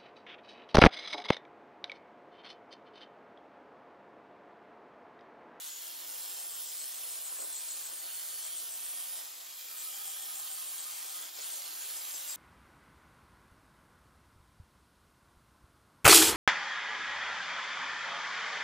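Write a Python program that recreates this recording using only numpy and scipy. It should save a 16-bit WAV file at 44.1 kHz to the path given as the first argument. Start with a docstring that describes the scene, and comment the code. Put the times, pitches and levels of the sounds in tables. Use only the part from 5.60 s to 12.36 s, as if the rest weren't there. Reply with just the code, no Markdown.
"""Jigsaw cutting sheet steel

A jigsaw cuts a painted sheet-steel shelf outdoors. Its motor sags and recovers about seven times a
second as the blade bites; a screech and a faint whine swing with that speed over the rasp of the teeth.
The sheet's resonances colour rasp and screech. The cut eases twice, the blade sings, scrapes and
squeals as it bites and catches, and the shelf knocks on its support."""
import sys
import numpy as np
from scipy import signal
from scipy.fft import rfft, irfft, next_fast_len
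from scipy.io import wavfile
from scipy.ndimage import uniform_filter1d

SR = 44100
rng = np.random.default_rng(int(sys.argv[2]) if len(sys.argv) > 2 else 0)


def to_wav(s):
    """Save 16-bit WAV."""
    ch = np.atleast_2d(s).T  # columns
    pcm = np.round(np.clip(ch, -1, 1) * 32767)  # PCM
    wavfile.write(sys.argv[1], SR, pcm.astype(np.int16))


N = 298116
TIME = np.arange(N) / SR
DIRECT = np.eye(2)[:, :1]  # sources have two rows: the direct sound and the scattered sound
EDGE_HZ, MODE_FADE_S = 15800, 0.28

# How hard the teeth are pushed into the steel: time_s, relative_db
TOOTH_PRESSURE = [(0, -51), (0.33, -51.0), (0.7, -50), (1.9, -50.5), (2.2, -49.5), (2.35, -51), (2.6, -50),
                  (3.62, -50.0), (3.74, -53), (4.1, -50.5), (4.4, -50), (5.1, -50), (5.63, -49),
                  (5.72, -53), (5.79, -48), (6.12, -50.5), (6.3, -49), (6.76, -49.5)]
# How hard the blade rubs in its slot: time_s, relative_db
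SLOT_FRICTION = [(0, -51), (0.33, -53), (0.6, -43.5), (0.9, -41.5), (2.0, -40), (2.35, -43.5), (2.8, -42.5),
                 (3.55, -42.5), (3.72, -54), (4.03, -65), (4.2, -41), (5.0, -41), (5.62, -43), (5.72, -78),
                 (5.84, -39.5), (6.12, -47.5), (6.3, -42.5), (6.76, -47)]


def amp(db):
    """Decibels to amplitude ratio."""
    return 10 ** (np.asarray(db) / 20)


def unit_rms(x):
    """Normalisation to rms 1."""
    return x / np.sqrt(np.mean(x ** 2) + 1e-20)


def over_time(points):
    """Linear interpolation of a time table at every sample."""
    return np.interp(TIME, *np.transpose(points))


def over_frequency(points, hz):
    """Interpolation of a spectrum table on a log-frequency axis."""
    point_hz, value = np.transpose(points)
    return np.interp(np.log(hz + 1), np.log(point_hz + 1), value)


def fade(t, start, end, fade_s):
    """Trapezoidal window, with a ramp centred on each of start and end."""
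    return np.clip(np.minimum(t - start, end - t) / fade_s + .5, 0, 1)


def wander(rate_hz):
    """Random modulation: noise of rms 1, low-passed at rate_hz."""
    size = next_fast_len(int(min(8 * rate_hz, SR) * N / SR))
    hz = np.arange(size // 2 + 1) * SR / N
    coarse = irfft(rfft(rng.standard_normal(size)) / (1 + (hz / rate_hz) ** 4), size)
    return unit_rms(np.interp(TIME, np.linspace(0, N / SR, size), coarse))


def spectra(x, size=1024):
    """Short-time Fourier transform: Hz as a column, seconds, values."""
    hz, t, z = signal.stft(x, SR, nperseg=size, noverlap=size - size // 4)
    return hz[:, None], t, z


def sound_of(z, size=1024):
    """Overlap-add synthesis from short-time spectra."""
    return signal.istft(z, nperseg=size, noverlap=size - size // 4)[1][..., :N]


def ripple(shape, bins, frames):
    """Random field of rms 1, correlated over so many frequency bins and time frames."""
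    across_bins = uniform_filter1d(rng.standard_normal(shape), bins, 0)
    return unit_rms(uniform_filter1d(across_bins, frames, 1))


def resonate(x, hz, width_hz):
    """Heterodyne filtering: a flat-topped resonance of gain 1 that follows the curve hz."""
    carrier = np.exp(2j * np.pi * np.cumsum(hz) / SR)
    low_pass = signal.butter(3, width_hz / 2, fs=SR, output="sos")
    return 2 * (carrier * signal.sosfilt(low_pass, x * carrier.conj())).real


def ring(mode_hz, width_hz):
    """Random excitation of one mode by friction: a two-second loop of rms 1."""
    size = 2 * SR
    hz = np.fft.rfftfreq(size, 1 / SR)
    response = 1 / (1 + (2 * (hz - mode_hz) / width_hz) ** 2)
    loop = unit_rms(irfft(rfft(rng.standard_normal((2, size))) * response, size))
    return np.tile(loop, N // size + 1)[:, :N]


def chatter(turns, steady, decay_turns, uneven_db):
    """Amplitude modulation: friction noise bursts once a rotor turn, each time at a random strength."""
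    strength = amp(uneven_db * rng.standard_normal(4096))[turns.astype(int)]
    bursts = strength * np.exp(-(turns % 1) / decay_turns)
    return unit_rms((steady + bursts) * rng.standard_normal((2, N)))


def rumble(level_db=-91.5, cutoff_hz=110, swing_db=3.5):
    """Slow modulation of low-passed noise: a faint rumble comes and goes."""
    low_pass = signal.butter(2, cutoff_hz, fs=SR, output="sos")
    low = signal.sosfilt(low_pass, rng.standard_normal((2, N)))
    return unit_rms(low * amp(swing_db * wander(4.4))) * amp(level_db)


def shelf_knocks(trim_db=-9, rattle_s=0.0056, scattered=0.71):
    """Impact excitation: soft, scuffing blows on the support ring the shelf's damped low modes."""
    # Blows: start_s, relative_db
    blows = [(1.713, -40), (1.783, -37), (1.792, -40), (1.815, -35), (1.834, -37), (1.865, -41),
             (1.888, -47), (2.319, -45), (3.805, -55), (5.44, -46), (5.778, -38.5), (5.799, -47),
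             (6.24, -50), (6.53, -44)]
    # Low modes of the shelf, raised up to 4 % at each blow: pitch_hz, relative_db, t60_s
    modes = [(300, 1.5, 0.028), (370, 2, 0.044), (423, 2.5, 0.044), (561, 3.5, 0.053), (698, 1, 0.031),
             (940, -3, 0.032), (1020, 0, 0.024), (1420, -5, .025)]
    t, out = np.arange(SR // 5) / SR, np.zeros((2, N))
    for start, db in blows:
        thud = 0
        for k, (hz, mode_db, t60) in enumerate(modes):
            decay = amp(mode_db - 60 * t / t60)
            thud += (-1) ** k * decay * np.cos(2 * np.pi * hz * rng.uniform(1.0, 1.04) * t)
        force = rng.standard_normal((2, len(t))) * t * np.exp(-t / rattle_s) * [[1], [scattered]]
        knock = signal.fftconvolve(force / np.linalg.norm(force[0]), thud[None], axes=1)
        part = out[:, round(start * SR):][:, :len(t)]
        part += amp(db + trim_db) * knock[:, :part.shape[1]]
    return signal.sosfilt(signal.butter(4, 250, "high", fs=SR, output="sos"), out)


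def strip_hum(turns, rotor_hz, roughness=.22, hum_db=-6):
    """Forced resonance: motor orders sweep the modes of the strip being cut; the teeth keep it humming."""
    # Modes of the strip: start_s, end_s, rotor_multiple, pitch_hz, width_hz, relative_db
    modes = [(1.6, 2.1, 6, 1020, 120, -63), (2.6, 3.65, 4, 670, 150, -65), (2.85, 3.65, 5, 950, 110, -68),
             (4.27, 5.0, 5, 778, 70, -58), (5.05, 5.7, 5, 780, 70, -64), (4.1, 4.8, 7, 1280, 90, -55),
             (4.8, 5.65, 7, 1255, 90, -56.5), (4.75, 5.7, 6, 1085, 130, -61.5),
             (5.2, 5.65, 8, 1465, 90, -65), (5.8, 6.4, 7, 1260, 130, -63)]
    out = 0
    for start, end, order, hz, width, db in modes:
        in_tune = 1 / (1 + (2 * (order * rotor_hz - hz) / width) ** 2)
        strength = np.sqrt(2) * in_tune * (1 + roughness * wander(40))
        driven = strength * np.cos(2 * np.pi * order * turns + roughness * wander(40))
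        hum = amp(hum_db) * ring(hz, width)[0]
        out += amp(db) * fade(TIME, start, end, fade_s=.15) * (driven + hum)
    return out * (1 - DIRECT)


def motor_whine(turns, trim_db=-16, scattered=0.42):
    """Harmonic series: wavering tones at whole multiples of the rotor rate."""
    # Motor orders: rotor_multiple, relative_db
    orders = [(2, -15), (3, -7), (4, 0), (5, -11), (6, -7), (7, -8), (8, -10), (10, -7), (11, -11),
              (13, -11), (14, -11)]
    tones = sum(amp(db) * (1 + .3 * wander(20)) * np.cos(2 * np.pi * k * turns) for k, db in orders)
    return np.sqrt(2) * tones * amp(over_time(TOOTH_PRESSURE) + trim_db) * [[1], [scattered]]


def blade_squeals(trim_db=-1):
    """Friction-driven resonance: the catching blade squeals in a narrow band or scrapes in a wide one."""
    # Catches: peak_s, half_length_s, pitch_hz, width_hz, relative_db
    catches = [(.07, .04, 6350, 500, -50), (0.153, 0.11, 6850, 500, -48.5), (1.219, .05, 4300, 500, -52),
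               (1.81, .12, 8000, 80, -48), (1.968, .05, 4200, 300, -56), (2.11, 0.091, 7700, 60, -46),
               (2.65, .6, 4345, 70, -56), (4.198, .04, 5140, 700, -55), (4.251, 1, 2391, 130.4, -61.5),
               (4.448, 0.82, 12650, 888.5, -53), (5.787, 0.038, 5150, 605.2, -48),
               (5.817, 0.021, 6920, 496, -41), (5.83, 0.058, 4400, 402, -53), (5.967, .06, 6610, 700, -50),
               (6.222, 0.053, 6800, 600, -48), (6.371, 0.046, 5140, 600, -52), (6.56, .05, 6200, 450, -49),
               (6.553, 0.062, 5190, 300, -53), (6.708, 0.07, 7390, 89, -44), (6.713, .06, 4950, 600, -48)]
    out = np.zeros((2, N))
    for peak, half_length, hz, width, db in catches:
        at = np.flatnonzero(abs(TIME - peak) < half_length)
        swell = np.cos(np.pi / 2 * (TIME[at] - peak) / half_length) ** 4
        out[:, at] += amp(db + trim_db) * unit_rms(ring(hz, width)[:, at]) * swell
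    return out


def blade_singing(load, sharpness=3.2):
    """Modal vibration: the blade's own modes flare up with the load of a bite."""
    # Modes of the blade: start_s, end_s, pitch_hz, width_hz, full_load_db
    modes = [(.75, 1.3, 8330, 90, -51), (1.55, 2.35, 8080, 150, -44.5), (1.6, 2.35, 7650, 69.6, -52),
             (1.595, 2.347, 6900, 160, -50), (2.749, 3.35, 8300, 200, -52), (2.75, 3.501, 8560, 139, -53),
             (4.15, 5.0, 7020, 201, -54), (4.399, 5.0, 8305, 260, -46), (6.3, 6.901, 6330, 160, -57),
             (6.3, 6.9, 7900, 90, -56)]
    ringing = sum(amp(db) * fade(TIME, start, end, MODE_FADE_S) * ring(hz, width)
                  for start, end, hz, width, db in modes)
    return ringing * load ** sharpness


def sheet_resonance(x, lasting_db=1.56, brief_db=2.09, flicker_db=0.6, trim_db=-1.34):
    """Resonant filtering: steady, sliding and many short-lived modes colour the sound of the cut."""
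    # Resonances of sheet and saw: centre_hz, width_hz, lift_db
    steady_modes = [(3260, 210, 0.5), (3850, 115, -3.5), (4450, 330, 0.5), (5300, 300, 1.3),
                    (6240, 250, 1.5), (6830, 110, 2), (7940, 190, -4.5), (8200, 130, 0.5),
                    (8550, 140, -1.5), (9000, 160, -3), (10300, 260, 4.5), (11340, 830, 6),
                    (14700, 450, 2.5)]
    # Modes that slide as the cut advances: start_s, end_s, first_hz, last_hz, width_hz, lift_db
    sliding_modes = [(.45, 1.53, 5260, 5300, 227, 4.2), (-1, 1.2, 6300, 5100, 160, 2.8),
                     (0, .7, 3300, 3220, 240, 1.5), (3.9, 6.38, 3293, 3327, 300, 1.5),
                     (.45, 0.94, 7600, 7300, 210, 7.8), (.75, 1.3, 8500, 10000, 98, 3.6),
                     (.8, 2.4, 7800, 8500, 149.2, 4.7), (.8, 1.9, 11000, 11000, 130, 3.2),
                     (.8, 1.45, 16000, 14900, 120, 9.2), (1.6, 2.34, 7800, 7000, 110, 6.7),
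                     (1.5, 2.4, 4180, 4000, 110, 2.9), (2.3, 3.04, 4400, 4500, 140.2, 5),
                     (2.1, 2.74, 14370, 14900, 160, 5), (2.3, 2.5, 6600, 6800, 130, 10.5),
                     (2.35, 3.35, 8300, 8500, 130, 5.2), (2.1, 2.8, 10000, 7700, 110, 3.6),
                     (2.55, 4.24, 9370, 9600, 137, 3.6), (1.6, 3.5, 10900, 11000, 140, 5.8),
                     (2.6, 3.32, 6280, 5900, 170, 3.7), (3.25, 3.5, 8700, 11170, 180, 5.4),
                     (3.35, 3.6, 6900, 6900, 120, 3.9), (3.1, 3.73, 14200, 13000, 202, 4.16),
                     (4.1, 5.4, 7000, 7600, 300, 4.2), (4.7, 6.893, 4487, 4470, 90, 5.7),
                     (4.75, 5.16, 9400, 9800, 140, 5.2), (5.05, 5.9, 8630, 9400, 180, 3.2),
                     (5.5, 5.2, 10300, 9470, 80.1, 6.7), (5.7, 6.3, 7100, 6700, 180, 2.54),
                     (6.0, 6.7, 11400, 10620, 220.3, 6.4), (6.1, 6.6, 8420, 7300, 170, 4.2),
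                     (6.2, 6.8, 6400, 6500, 160, 3.7), (6.25, 8.6, 7400, 6800, 140, 4)]
    hz, t, z = spectra(x)
    lift_db = sum(db / (1 + (2 * (hz - centre) / width) ** 2) for centre, width, db in steady_modes)
    for start, end, first_hz, last_hz, width, db in sliding_modes:
        centre = np.interp(t, [start, end], [first_hz, last_hz])
        peak = 1 / (1 + (2 * (hz - centre) / width) ** 4)
        flare = 1 + 0.15 * np.interp(t, TIME, wander(8))
        lift_db = lift_db + db * flare * fade(t, start, end, MODE_FADE_S) * peak
    lasting = lasting_db * ripple(z.shape[1:], bins=3, frames=110) * np.minimum(hz / 4000, 1)
    brief = brief_db * ripple(z.shape[1:], bins=2, frames=14)
    flicker = flicker_db * ripple(z.shape[1:], bins=20, frames=12)
    return sound_of(z * amp(lift_db + lasting + brief + flicker + trim_db))


def motor(half_bite_s=.075, bite_swell_db=1.1):
    """Load and speed: each bite slows the rotor and shifts the screech level; load is 1 at its height."""
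    # Rotor speed between bites: time_s, rotor_hz
    free_speed = [(0, 165.8), (.5, 191.8), (1.1, 175), (1.45, 185.5), (2.1, 172.9), (2.6, 183),
                  (3.5, 195.5), (4.2, 185.7), (4.85, 181), (5.55, 179.6), (5.8, 178.2), (6.1, 191.2),
                  (6.76, 172.3)]
    # Bites of the blade: slowest_s, lost_hz, extra_screech_db
    bites = [(.07, 13, 6.5), (.145, 26, -4), (0.269, 14.4, 4), (.39, 17, -2), (0.501, 23.5, 1),
             (0.657, 21.4, -1), (.807, 29, 0), (.935, 30, -2.5), (1.086, 35, -2.5), (1.219, 31.6, 1),
             (1.355, 32.6, -1.5), (1.518, 21, 1), (1.666, 30, 0), (1.817, 26, -1), (1.965, 33.4, -1),
             (2.113, 25.6, -1), (2.264, 30.6, -1), (2.399, 16.5, -2), (2.558, 25.3, 1.5), (2.697, 26, 1),
             (2.851, 31.4, 1.5), (2.981, 32.6, 2), (3.126, 32, 1.5), (3.271, 30, 2.5), (3.415, 21.5, 1),
             (3.579, 28, 2.5), (3.941, 26.6, -5), (4.2, 41.5, 0), (4.348, 27.2, -4), (4.493, 29.4, -1),
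             (4.629, 28, -3.5), (4.772, 26, -2), (4.926, 27.4, -1), (5.074, 18.7, -1.5), (5.213, 22.4, -1),
             (5.357, 26.3, -1), (5.489, 29, -2.5), (5.654, 30, 1), (5.814, 32, -2), (5.93, 25, 1),
             (6.052, 19.5, 0), (6.226, 19, 0.5), (6.371, 27, 1.5), (6.56, 38, 0.5), (6.711, 32, 6)]
    rotor_hz, screech_db, load = over_time(free_speed), over_time(SLOT_FRICTION), np.zeros(N)
    for slowest, lost_hz, extra_db in bites:
        at = np.flatnonzero(abs(TIME - slowest) < half_bite_s)
        bite = np.cos(np.pi / 2 * (TIME[at] - slowest) / half_bite_s) ** 2
        rotor_hz[at] -= lost_hz * bite
        screech_db[at] += (bite_swell_db + extra_db) * bite
        load[at] += bite
    return rotor_hz, screech_db, load


def tooth_rasp(turns, grain_db=1.5, boom_db=-0.78, clang_db=-9.5, clang_db_per_s=.5, fizz_db=1.5):
    """Broadband friction noise: teeth tear the steel, louder as the pressure on the saw rises."""
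    # Spectrum of the tearing: frequency_hz, relative_density_db
    tearing = [(30, -53), (110, -19.5), (210, -15), (300, -1.5), (400, -3.5), (650, 1.5), (1200, -1.5),
               (2000, -2.5), (2700, -2), (3150, 2), (5000, 0.7), (6200, -0.2), (7400, 2.5), (9200, 2),
               (11000, -1.5), (13000, 0.5), (15800, -4.5)]
    # Course of the bass: time_s, relative_db
    bass = [(0, -9.5), (.45, -5.5), (1.1, -9), (1.4, -7), (2.15, -8.5), (2.35, -7.5), (3.0, -10.5),
            (3.72, -9), (4.0, -14), (4.15, -10.5), (5.6, -9), (6.1, -7.5), (6.76, -9.5)]
    # Course of the treble: time_s, relative_db
    treble = [(0, -4.5), (0.6, -1.5), (2.0, -3), (3.9, -4), (4.15, -1), (5.0, -2), (5.7, -4.5), (6.76, -2)]
    grit = chatter(turns, steady=4, decay_turns=.25, uneven_db=3) * amp(grain_db * wander(1200))
    hz, _, z = spectra(grit)
    z = z * amp(over_frequency(tearing, hz))
    low = 1 / (1 + (hz / 1050) ** 6)
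    body = 1 / (1 + (hz / 2650) ** 12)
    high = 1 / (1 + (12000 / (hz + 1)) ** 12)
    core = (hz > 2800) & (hz < 6200)
    middle = sound_of(z * (1 - body - high)) / sound_of(z * core).std()
    bass_db = over_time(bass)
    boom = unit_rms(sound_of(z * low)) * amp(bass_db + boom_db)
    # The sheet clangs more as the cut lengthens, and shares part of the swings of the bass.
    clang_gain = amp(clang_db + clang_db_per_s * TIME + 0.46 * (bass_db - bass_db.mean()))
    clang = unit_rms(sound_of(z * (body - low))) * clang_gain
    fizz = unit_rms(sound_of(z * high * (hz < EDGE_HZ))) * amp(over_time(treble) + fizz_db)
    return (middle + boom + clang + fizz) * amp(over_time(TOOTH_PRESSURE))


def screech(turns, rotor_hz, screech_db, pitch_hz=9200, top_hz=9500, tonal=0.18, skirt_db=-4, trim_db=-2):
    """Periodic excitation: one scrape a turn rings a shrill resonance whose pitch rides on the speed."""
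    ticks = np.diff(np.floor(turns), prepend=0) * amp(1.2 * wander(150))
    scrapes = chatter(turns, steady=0.88, decay_turns=0.94, uneven_db=-0.5)
    drive = np.sqrt(1 - tonal) * scrapes + np.sqrt(tonal) * unit_rms(ticks) * DIRECT
    waver = 1 + 0.019 * unit_rms(wander(50) + wander(8))
    hz = np.minimum(pitch_hz * (rotor_hz / rotor_hz.mean()) ** 0.83, top_hz) * waver
    core = unit_rms(resonate(drive, hz, width_hz=1500))
    skirt = unit_rms(resonate(drive, hz, width_hz=3600)) * amp(skirt_db)
    shrill = signal.sosfilt(signal.butter(2, 120, "high", fs=SR, output="sos"), core + skirt)
    return unit_rms(shrill) * amp(screech_db + trim_db)


def stereo_field(x):
    """Partial coherence: direct and scattered sound mix at two microphone ports, varying with pitch."""
    # Likeness of the two sides: frequency_hz, coherence
    likeness = [(50, .5), (250, .72), (600, .7), (1200, .25), (2000, .45), (3000, .82), (4300, .95),
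                (5600, .93), (7200, .62), (8300, .75), (10100, .86), (11200, .7), (12000, .3), (13300, .6),
                (14300, .96), (15800, .7)]
    # Phase by which the left leads: frequency_hz, lead_rad
    lead = [(50, 2.6), (350, 3.1), (700, 2.9), (1050, 2.2), (1400, 1.4), (2050, 1), (2400, .3), (2800, 0),
            (5500, -.1), (6550, -.5), (7600, -1.1), (8250, -2.1), (9500, -2.8), (10300, -3.1),
            (11400, -3.4), (12200, -5.1), (13500, -6.2), (15800, -6.5)]
    # Level of left over right: frequency_hz, balance_db
    balance = [(300, -1), (700, -3.5), (1800, -2.5), (3200, -0.6), (5300, 0.5), (6500, 4), (8300, 2.5),
               (9400, 0), (11300, -7), (12300, 2), (14000, -1)]
    hz = np.fft.rfftfreq(N, 1 / SR)
    coherence = np.clip(over_frequency(likeness, hz), 0, 1)
    tilt = amp(over_frequency(balance, hz) / 2)
    direct = rfft(x[0]) * np.sqrt((1 + coherence) / 2)
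    scattered = rfft(x[1]) * np.sqrt((1 - coherence) / 2)
    left = (direct + scattered) * tilt
    right = (direct - scattered) / tilt * np.exp(-1j * over_frequency(lead, hz))
    return irfft([left, right], N)


def scene():
    """Superposition of the sources; one motor speed drives the rasp, the screech and the whine."""
    rotor_hz, screech_db, load = motor()
    turns = np.cumsum(rotor_hz * (1 + .005 * wander(60))) / SR
    # Faster teeth rasp a little louder, and so does a hard bite.
    surge_db = 4 * (rotor_hz / uniform_filter1d(rotor_hz, size=13000) - 1)
    bite_db = 0.15 * (screech_db - over_time(SLOT_FRICTION)) + .5 * (load - .5)
    rasp = tooth_rasp(turns) * amp(surge_db + bite_db)
    cutting = sheet_resonance(rasp + screech(turns, rotor_hz, screech_db))
    tones = blade_singing(load) + motor_whine(turns) + strip_hum(turns, rotor_hz)
    return stereo_field(cutting + tones + blade_squeals() + shelf_knocks() + rumble())


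def record(dry):
    """Band limiting: a linear-phase low-pass at EDGE_HZ."""
    low_pass = signal.firwin(1023, EDGE_HZ, window=("kaiser", 7), fs=SR)
    return signal.oaconvolve(dry, low_pass[None], "same", axes=1)


dry = scene()
out = record(dry)
to_wav(out)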